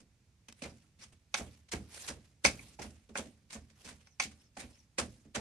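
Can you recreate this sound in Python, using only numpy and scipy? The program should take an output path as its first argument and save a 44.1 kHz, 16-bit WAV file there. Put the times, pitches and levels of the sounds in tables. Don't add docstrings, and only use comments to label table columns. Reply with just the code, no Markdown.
import sys
import numpy as np
from scipy import signal
from scipy.fft import rfft, irfft
from scipy.io import wavfile

SR = 44100
rng = np.random.default_rng(int(sys.argv[2]) if len(sys.argv) > 2 else 0)


def output_pcm(signal):
    pcm = np.clip(np.atleast_2d(signal).T, -1, 1) * 32767
    wavfile.write(sys.argv[1], SR, np.round(pcm).astype(np.int16))


N = 238492
TIME = np.arange(N) / SR
AFTER = TIME[:SR // 2]

# time the pestle meets the food in seconds, time to sink through it in seconds,
# entry crunch in dB, its treble in dB, deep crunch in dB, its treble in dB, entry jolt in dB,
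# final thud in dB (before the shudder lift), thud softness cut in Hz, floor boom in dB, rustle of the lift in dB.
STROKES = [(0.621, 0.022, -46, 2, -44, -3.5, -44.5, -44, 1010, -49, -73.5),
           (0.990, .044, -67.5, 12, -54, 4.5, -66, -73, 500, -55.5, -96),
           (1.341, .042, -52, -11, -41.5, 4.5, -56, -39, 935, -42, -68.5),
           (1.718, .011, -41, 7.5, -41, -3, -53, -37.5, 650, -39, -65.5),
           (2.075, 0.015, -53, 12.5, -43, 5, -60, -43, 1100, -46.5, -76),
           (2.443, 0.025, -30, 3, -36.5, 6.5, -29.5, -42, 609, -48, -66),
           (2.790, .039, -55, 1, -43.5, -1.5, -44, -45, 720, -46.5, -74),
           (3.152, 0.024, -52.5, 2, -41, 4, -50, -38, 916, -48.5, -95),
           (3.502, 0.037, -57, 7, -48, 6, -66.5, -45, 1101, -45.5, -79),
           (3.847, .047, -54.5, 8.5, -47, 0, -52.5, -54.5, 666, -52.5, -75),
           (4.198, .038, -48, 1, -47.5, 12, -56, -48.5, 390, -49.5, -70.5),
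           (4.568, .043, -48, -2.5, -44, -3.5, -51, -47, 440, -49.5, -71),
           (4.982, 0.021, -29.5, -1.5, -40.5, -4.5, -37.5, -40, 780, -48.5, -77),
           (5.348, 0.012, -37.5, -2.5, -37, -14, -52, -37.5, 805, -41, -76)]
# start in seconds,
# crunch in dB, jolt in dB (before the shudder lift).
TOUCHES = [(0.002, -65, -59.5), (0.485, -54, -58), (1.123, -60.5, -65), (1.685, -63, -80),
           (2.243, -66, -73), (3.091, -61, -50.5), (3.255, -59, -58.5), (3.698, -63, -65.5),
           (4.005, -65.5, -78), (4.31, -56, -68), (5.249, -70, -55.5)]
# frequency in Hz, relative density in dB per Hz.
CRUNCH_COLOUR = [(100, -10), (300, -1.5), (800, -1), (1400, -0.5), (2300, 3), (3200, -1), (4500, -1.5),
                 (6500, 0), (9000, -4), (11000, -17), (13000, -26.5)]
# frequency in Hz, relative density in dB per Hz.
RUSTLE_COLOUR = [(100, -5.5), (400, 4.5), (1200, 2.5), (2400, 6), (3600, 3), (6500, 3.5), (9500, 1),
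                 (11500, -7), (13000, -16.5)]


def crunches(split_hz=3000):
    entry_swell_s, entry_t60 = .005, 0.12
    crush_swell_share, crush_t60 = 0.46, .125
    touch_t60, touch_treble_db = 0.092, 1.5
    burst = grains(CRUNCH_COLOUR, per_s=3500, spread_db=3.0, shift_db=2.0, clump_db=2.24)
    coarse = low_pass(burst, split_hz, order=1)
    fine = burst - coarse

    # peak s, level dB, swell s, t60 s, treble dB
    bursts = [(s + entry_swell_s, level_db, entry_swell_s, touch_t60, touch_treble_db)
              for s, level_db, _ in TOUCHES]
    for s, sink, entry_db, entry_treble_db, crush_db, crush_treble_db, *_ in STROKES:
        bursts.append((s + entry_swell_s, entry_db, entry_swell_s, entry_t60, entry_treble_db))
        bursts.append((s + sink, crush_db, crush_swell_share * sink, crush_t60, crush_treble_db))

    coarse_power, fine_power = np.zeros(N), np.zeros(N)
    for s, level_db, swell_s, t60, treble_db in bursts:
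        power = (from_db(level_db) * surge(s, swell_s, t60)) ** 2
        coarse_power += power
        fine_power += power * from_db(treble_db) ** 2
    return coarse * np.sqrt(coarse_power) + fine * np.sqrt(fine_power)


def grains(spectrum, per_s, spread_db, shift_db, clump_db):
    sizes_db = spread_db * np.minimum(rng.exponential(1, (4, N)), 4)
    sizes = from_db(sizes_db) * rng.choice([-1, 1], (4, N))
    happens = rng.random((4, N)) < per_s / SR
    clicks = (sizes * happens).reshape(2, 2, N)
    edges_hz = np.geomspace(90, 14000, 19)
    pair = 0
    for k, (low_hz, high_hz) in enumerate(zip(edges_hz, edges_hz[1:])):
        pair = pair + band_pass(clicks[k % 2], low_hz, high_hz) * from_db(shift_db * drift(45))
    coloured = stereo(*[colour(draw, spectrum) for draw in pair])
    return rms_one(coloured * from_db(clump_db * drift(260)))


def thuds(least_rise_s=0.0027, mash_t60=.11, plank_t60=0.2, plank_hz=350, boom_rise_s=.009,
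          shudder_db=4.5, lowest_hz=42, highest_hz=1500):
    # frequency in Hz, relative level in dB, t60 in seconds.
    boards = [(53, -11, 0.71), (70, -3.5, 0.31), (80, -4.5, 0.6), (115, -9.5, 0.53), (156, -11.5, 0.33),
              (219.3, -4.5, .2), (263.6, -12, 0.17)]
    # frequency in Hz, relative density in dB per Hz.
    thud_colour = [(40, -17.5), (100, -15.5), (160, -10), (225, 1.5), (280, -4), (350, -8.5), (550, -5),
                   (1000, -10), (3000, -3), (12000, -39)]
    stop_lag = 1.25
    stop_rise_share = 0.17
    rock_s, rock_db, rock_cut_hz, rock_boom_db = .066, -13, 380, -7.5

    boom = 0
    for k, (hz, db, t60) in enumerate(boards):
        boom = boom + from_db(db) * np.sin(2 * np.pi * hz * AFTER) * fade(AFTER, t60) * (-1) ** k
    boom = boom * (1 - np.exp(-AFTER / boom_rise_s))
    boom = band_pass(boom, lowest_hz, highest_hz)

    # start s, level dB, softness cut Hz, boom dB, rise s
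    blows = [jolt(s, jolt_db) for s, _, jolt_db in TOUCHES]
    for s, sink, *_, jolt_db, thud_db, soft_hz, boom_db, _ in STROKES:
        stop = s + stop_lag * sink
        rise_s = least_rise_s + stop_rise_share * sink
        blows.append(jolt(s, jolt_db))
        blows.append((stop, thud_db, soft_hz, boom_db, rise_s))
        blows.append((stop + rock_s, thud_db + rock_db, rock_cut_hz, boom_db + rock_boom_db, rise_s))

    out = np.zeros((2, N))
    for s, level_db, soft_hz, boom_db, rise_s in blows:
        shudder = low_pass(noise(thud_colour, len(AFTER)), soft_hz)
        shudder = shudder / np.std(shudder[:, :SR // 25])
        planks = low_pass(shudder, plank_hz, order=1)
        mash = shudder - planks
        body = planks * fade(AFTER, plank_t60) + mash * fade(AFTER, mash_t60)
        body = body * (1 - np.exp(-AFTER / rise_s))
        add(out, s, from_db(level_db + shudder_db) * body + from_db(boom_db) * boom)
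    return out


def jolt(s, level_db, rise_s=0.0064):
    medium_db, medium_cut_hz, cut_factor_per_db = -49, 430, 1.08
    boom_db = level_db - 6
    cut_hz = medium_cut_hz * cut_factor_per_db ** (level_db - medium_db)
    return s, level_db, cut_hz, boom_db, rise_s


def knocks(scatter_db=0.5, crack_db=-7, crack_t60=.11, grit_db=3, contact_s=0.00092, belly_hz=650,
           focus_octaves=0.22):
    # start in seconds, level in dB, contact brightness cut in Hz,
    # lift of the belly modes in dB, favoured frequency in Hz, its lift in dB, ring length as a factor.
    strikes = [(0.484, -47.5, 8900, -21, 3100, 24, 0.27), (0.619, -47.5, 4030, 8.5, 2850, 20, 0.97),
               (1.3409, -23, 8100, -7.5, 3400, 13, 0.54), (1.348, -32.5, 2500, -6, 1500, 20, 0.47),
               (1.734, -37, 2600, -23, 1716, 15, 0.76), (2.4491, -15, 7000, 3, 2220, 7, 0.51),
               (2.4593, -23.5, 8000, -13.5, 4900, 16.5, 0.33), (2.469, -35.5, 9000, 7, 2800, 20.5, 0.45),
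               (2.591, -46.5, 3480, -10, 2260, 11.5, 0.41), (2.789, -43.5, 2000, 1, 797, 15, 0.58),
               (3.154, -29.5, 2066, -1, 1500, 13.5, 0.92), (4.070, -56, 6060, -10, 1480, 10.5, 0.55),
               (4.198, -23.5, 6500, -10, 2530, 4, 0.69), (4.568, -46, 1730, 6.5, 776, 18.5, 0.66),
               (4.986, -32.5, 6000, 3.5, 4880, 6, 0.72), (5.363, -37.5, 1800, 9.5, 890, -10, 1)]
    # frequency in Hz, level in dB before the lifts of
    # each knock, t60 in seconds before its ring factor.
    mortar = [(215, -16.5, 0.014), (565.6, -8, 0.093), (734.5, -20, 0.23), (778, -23, 0.37),
              (838, -11, 0.11), (950, -16.5, 0.069), (1083, -13, 0.11), (1268, -10.5, 0.04),
              (1460, -12, 0.025), (1632, -13.5, 0.055), (1955, -12, 0.039), (2083, -10, 0.11),
              (2220, -10, 0.15), (2304, -6, 0.066), (2405, -4.5, .05), (2570, -10.5, 0.12),
              (3006, -18.5, 0.011), (3614, -11.5, 0.038), (3920, -20.5, 0.047), (4250, -18, 0.03),
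              (4330, -14, 0.072), (4510, -8.5, 0.081), (5000, -13, 0.11), (5110, -9.5, 0.046),
              (5785, -4.5, 0.083), (5650, -12.5, .045), (6240, -3.5, 0.09), (6970, -13, 0.11),
              (8690, -3, 0.077), (7950, -21, 0.046)]
    out = np.zeros((2, N))
    hz, mode_db, t60 = np.transpose(mortar)
    for s, level_db, bright_hz, belly_db, focus_hz, focus_db, ring in strikes:
        octaves_off = np.log2(hz / focus_hz)
        place_db = belly_db * (hz < belly_hz) + focus_db * np.exp(-(octaves_off / focus_octaves) ** 2)
        uneven_db = scatter_db * rng.standard_normal(len(hz))
        gains = from_db(mode_db + place_db + uneven_db) * (-1) ** np.arange(len(hz))

        phase = 2 * np.pi * hz[:, None] * AFTER
        dying = fade(AFTER, ring * t60[:, None])
        side_gains = gains * rng.choice([-1, 1], len(hz))
        tone = stereo(gains @ (np.sin(phase) * dying), side_gains @ (np.cos(phase) * dying))

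        unevenness = rms_one(from_db(grit_db * drift(500)))[:len(AFTER)]
        grit = noise(CRUNCH_COLOUR, len(AFTER)) * unevenness
        grit = np.array([colour(side, sorted(zip(hz, place_db))) for side in grit])
        crack = from_db(crack_db) * grit * fade(AFTER, crack_t60 * ring)

        contact = 1 - np.exp(-AFTER / contact_s)
        add(out, s, from_db(level_db) * low_pass((tone + crack) * contact, bright_hz))
    return out


def snaps(t60=0.018, snap_db=-8):
    # start in seconds, level in dB before snap_db is added.
    cracks = [(0.485, -39), (0.5248, -38)]
    out = np.zeros((2, N))
    for s, level_db in cracks:
        add(out, s, from_db(level_db + snap_db) * noise(RUSTLE_COLOUR, len(AFTER)) * fade(AFTER, t60))
    return out


def rustle(hiss_hz=7500, brisk_db=-72, brightening=0.22):
    level_db = sliding_db()
    hiss = grains(RUSTLE_COLOUR, per_s=9000, spread_db=0.5, shift_db=2.5, clump_db=2.0)
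    dull = low_pass(hiss, hiss_hz, order=1)
    treble_gain = from_db(brightening * (level_db - brisk_db))
    return from_db(level_db) * (dull + (hiss - dull) * treble_gain)


def sliding_db(rest_db=-88):
    # start in seconds, length in seconds, level in dB.
    scrapes = [(0.602, 0.046, -66.5), (1.957, 0.14, -51.5), (2.585, 0.16, -63), (3.801, .06, -64.5)]
    scrape_swell_s, scrape_release_s = 0.041, .018
    settle_db, settle_t60 = -15.5, 0.58
    lift_after_s, lift_width_s = .2, .07
    power = from_db(rest_db) ** 2
    for s, sink, _, _, crush_db, *_, lift_db in STROKES:
        settling = from_db(crush_db + settle_db) * surge(s + sink, sink, settle_t60)
        widths_off = (TIME - s - lift_after_s) / lift_width_s
        lifting = from_db(lift_db) * np.exp(-np.minimum(widths_off ** 2, 20))
        power = power + settling ** 2 + lifting ** 2
    for s, length, level_db in scrapes:
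        release = np.exp(-np.clip(TIME - s - length, 0, 1) / scrape_release_s)
        power = power + (from_db(level_db) * swell(s, scrape_swell_s) * release) ** 2
    return 10 * np.log10(power)


def bird(waver=0.034, scatter_t60=0.061):
    # start in seconds, level in dB.
    calls = [(4.051, -66.5), (4.384, -69), (4.722, -65.5)]
    # delay in seconds, length in seconds, start and end in Hz before waver.
    slurs = [(0, .045, 4950, 5940), (0.039, 0.063, 6860, 4780)]
    out = np.zeros((2, N))
    for s, level_db in calls:
        for delay, length, start_hz, end_hz in slurs:
            size = round(length * SR)
            hz = np.linspace(start_hz, end_hz, size) * (1 + waver * drift(330)[:size])
            chirp = np.sin(2 * np.pi * np.cumsum(hz) / SR) * np.hanning(size)
            leaves = rng.standard_normal((2, len(AFTER))) * fade(AFTER, scatter_t60)
            leaves = leaves / np.linalg.norm(leaves[0])
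            blurred = signal.fftconvolve(chirp[None], leaves, axes=1)
            add(out, s + delay, from_db(level_db) * blurred)
    return out


def hut(x, first_echo_s=0.016):
    # frequency in Hz, t60 in seconds.
    echo_t60 = [(80, 0.93), (250, 0.71), (700, 0.067), (2500, 0.17), (12000, .18)]
    # frequency in Hz, level in dB.
    echo_db = [(80, -9), (250, -14), (700, -19.5), (2500, -13), (12000, -18)]
    t, tail = TIME[:SR], 0
    for hz in 62.5 * 2 ** np.arange(8.):
        band = band_pass(stereo(*rng.standard_normal((2, SR))), hz / np.sqrt(2), hz * np.sqrt(2))
        shape = fade(t, at_hz(echo_t60, hz)) * (t > first_echo_s)
        tail = tail + from_db(at_hz(echo_db, hz)) * band * shape / np.linalg.norm(shape)
    return signal.fftconvolve(x, tail, axes=1)[:, :N]


def outdoor_air(level_db=-69):
    # frequency in Hz, relative density in dB per Hz.
    air_colour = [(20, -29.5), (45, -5), (70, 0.5), (110, -1), (152, -7), (208, -11), (316, -18.5),
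                  (676, -26), (1230, -29.5), (2440, -26.5), (3000, -30), (6410, -28.5), (9010, -33.5),
                  (13000, -45)]
    return from_db(level_db) * noise(air_colour, N)


def stereo(mid, side):
    # frequency in Hz, correlation from 0 to 1.
    likeness = [(60, 0.99), (500, 0.88), (1200, 0.32), (4000, 0.21), (8000, 0.19), (13000, 0.46)]
    alike = [(hz, np.clip(c, .01, .995)) for hz, c in likeness]
    mid = colour(mid, [(hz, 10 * np.log10((1 + c) / 2)) for hz, c in alike])
    side = colour(side, [(hz, 10 * np.log10((1 - c) / 2)) for hz, c in alike])
    return np.array([mid + side, mid - side])


def noise(spectrum, size):
    return rms_one(stereo(*[colour(rng.standard_normal(size), spectrum) for channel in range(2)]))


def colour(x, spectrum, size=4096):
    gains = from_db(at_hz(spectrum, np.arange(size // 2 + 1) * SR / size))
    cepstrum = irfft(np.log(gains))
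    cepstrum[1:size // 2] *= 2
    cepstrum[size // 2 + 1:] = 0
    response = irfft(np.exp(rfft(cepstrum)))
    return signal.fftconvolve(x, response)[:len(x)]


def low_pass(x, hz, order=2):
    return signal.sosfilt(signal.butter(order, min(hz, .45 * SR), fs=SR, output="sos"), x)


def band_pass(x, low_hz, high_hz):
    return signal.sosfilt(signal.butter(2, [low_hz, high_hz], "band", fs=SR, output="sos"), x)


def drift(per_s):
    knots = np.arange(0, TIME[-1] + 1, 1 / per_s)
    return rms_one(np.interp(TIME, knots, rng.standard_normal(len(knots))))


def fade(t, t60):
    return np.exp(-np.log(1000) * t / t60)


def swell(s, swell_s):
    return np.exp(-np.minimum((np.minimum(TIME - s, 0) / swell_s) ** 2, 20))


def surge(s, swell_s, t60):
    return swell(s, swell_s) * fade(np.clip(TIME - s, 0, 1), t60)


def from_db(db):
    return 10 ** (np.asarray(db) / 20)


def rms_one(x):
    return x / np.sqrt(np.mean(x ** 2) + 1e-20)


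def at_hz(points, hz):
    known_hz, values = np.transpose(points)
    return np.interp(np.log(np.maximum(hz, 1)), np.log(known_hz), values)


def add(track, s, sound):
    start = np.clip(round(s * SR), 0, N)
    track[:, start:start + sound.shape[1]] += sound[:, :N - start]


def scene():
    # frequency in Hz, left minus right in dB.
    lean = [(60, -3.5), (200, -2), (700, -2.5), (2200, -3), (4000, -0.6), (6000, 2.5), (8500, -7),
            (13000, -15)]
    sources = crunches() + thuds() + knocks() + snaps() + rustle() + bird()
    left, right = sources + hut(sources) + outdoor_air()
    right_db = [(hz, 20 * np.log10(2 / (1 + from_db(db)))) for hz, db in lean]
    return np.array([colour(colour(left, lean), right_db), colour(right, right_db)])


def record(dry):
    cutoff_hz = 13300
    return signal.sosfilt(signal.ellip(10, .2, 70, cutoff_hz, fs=SR, output="sos"), dry)


dry = scene()
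out = record(dry)
output_pcm(out)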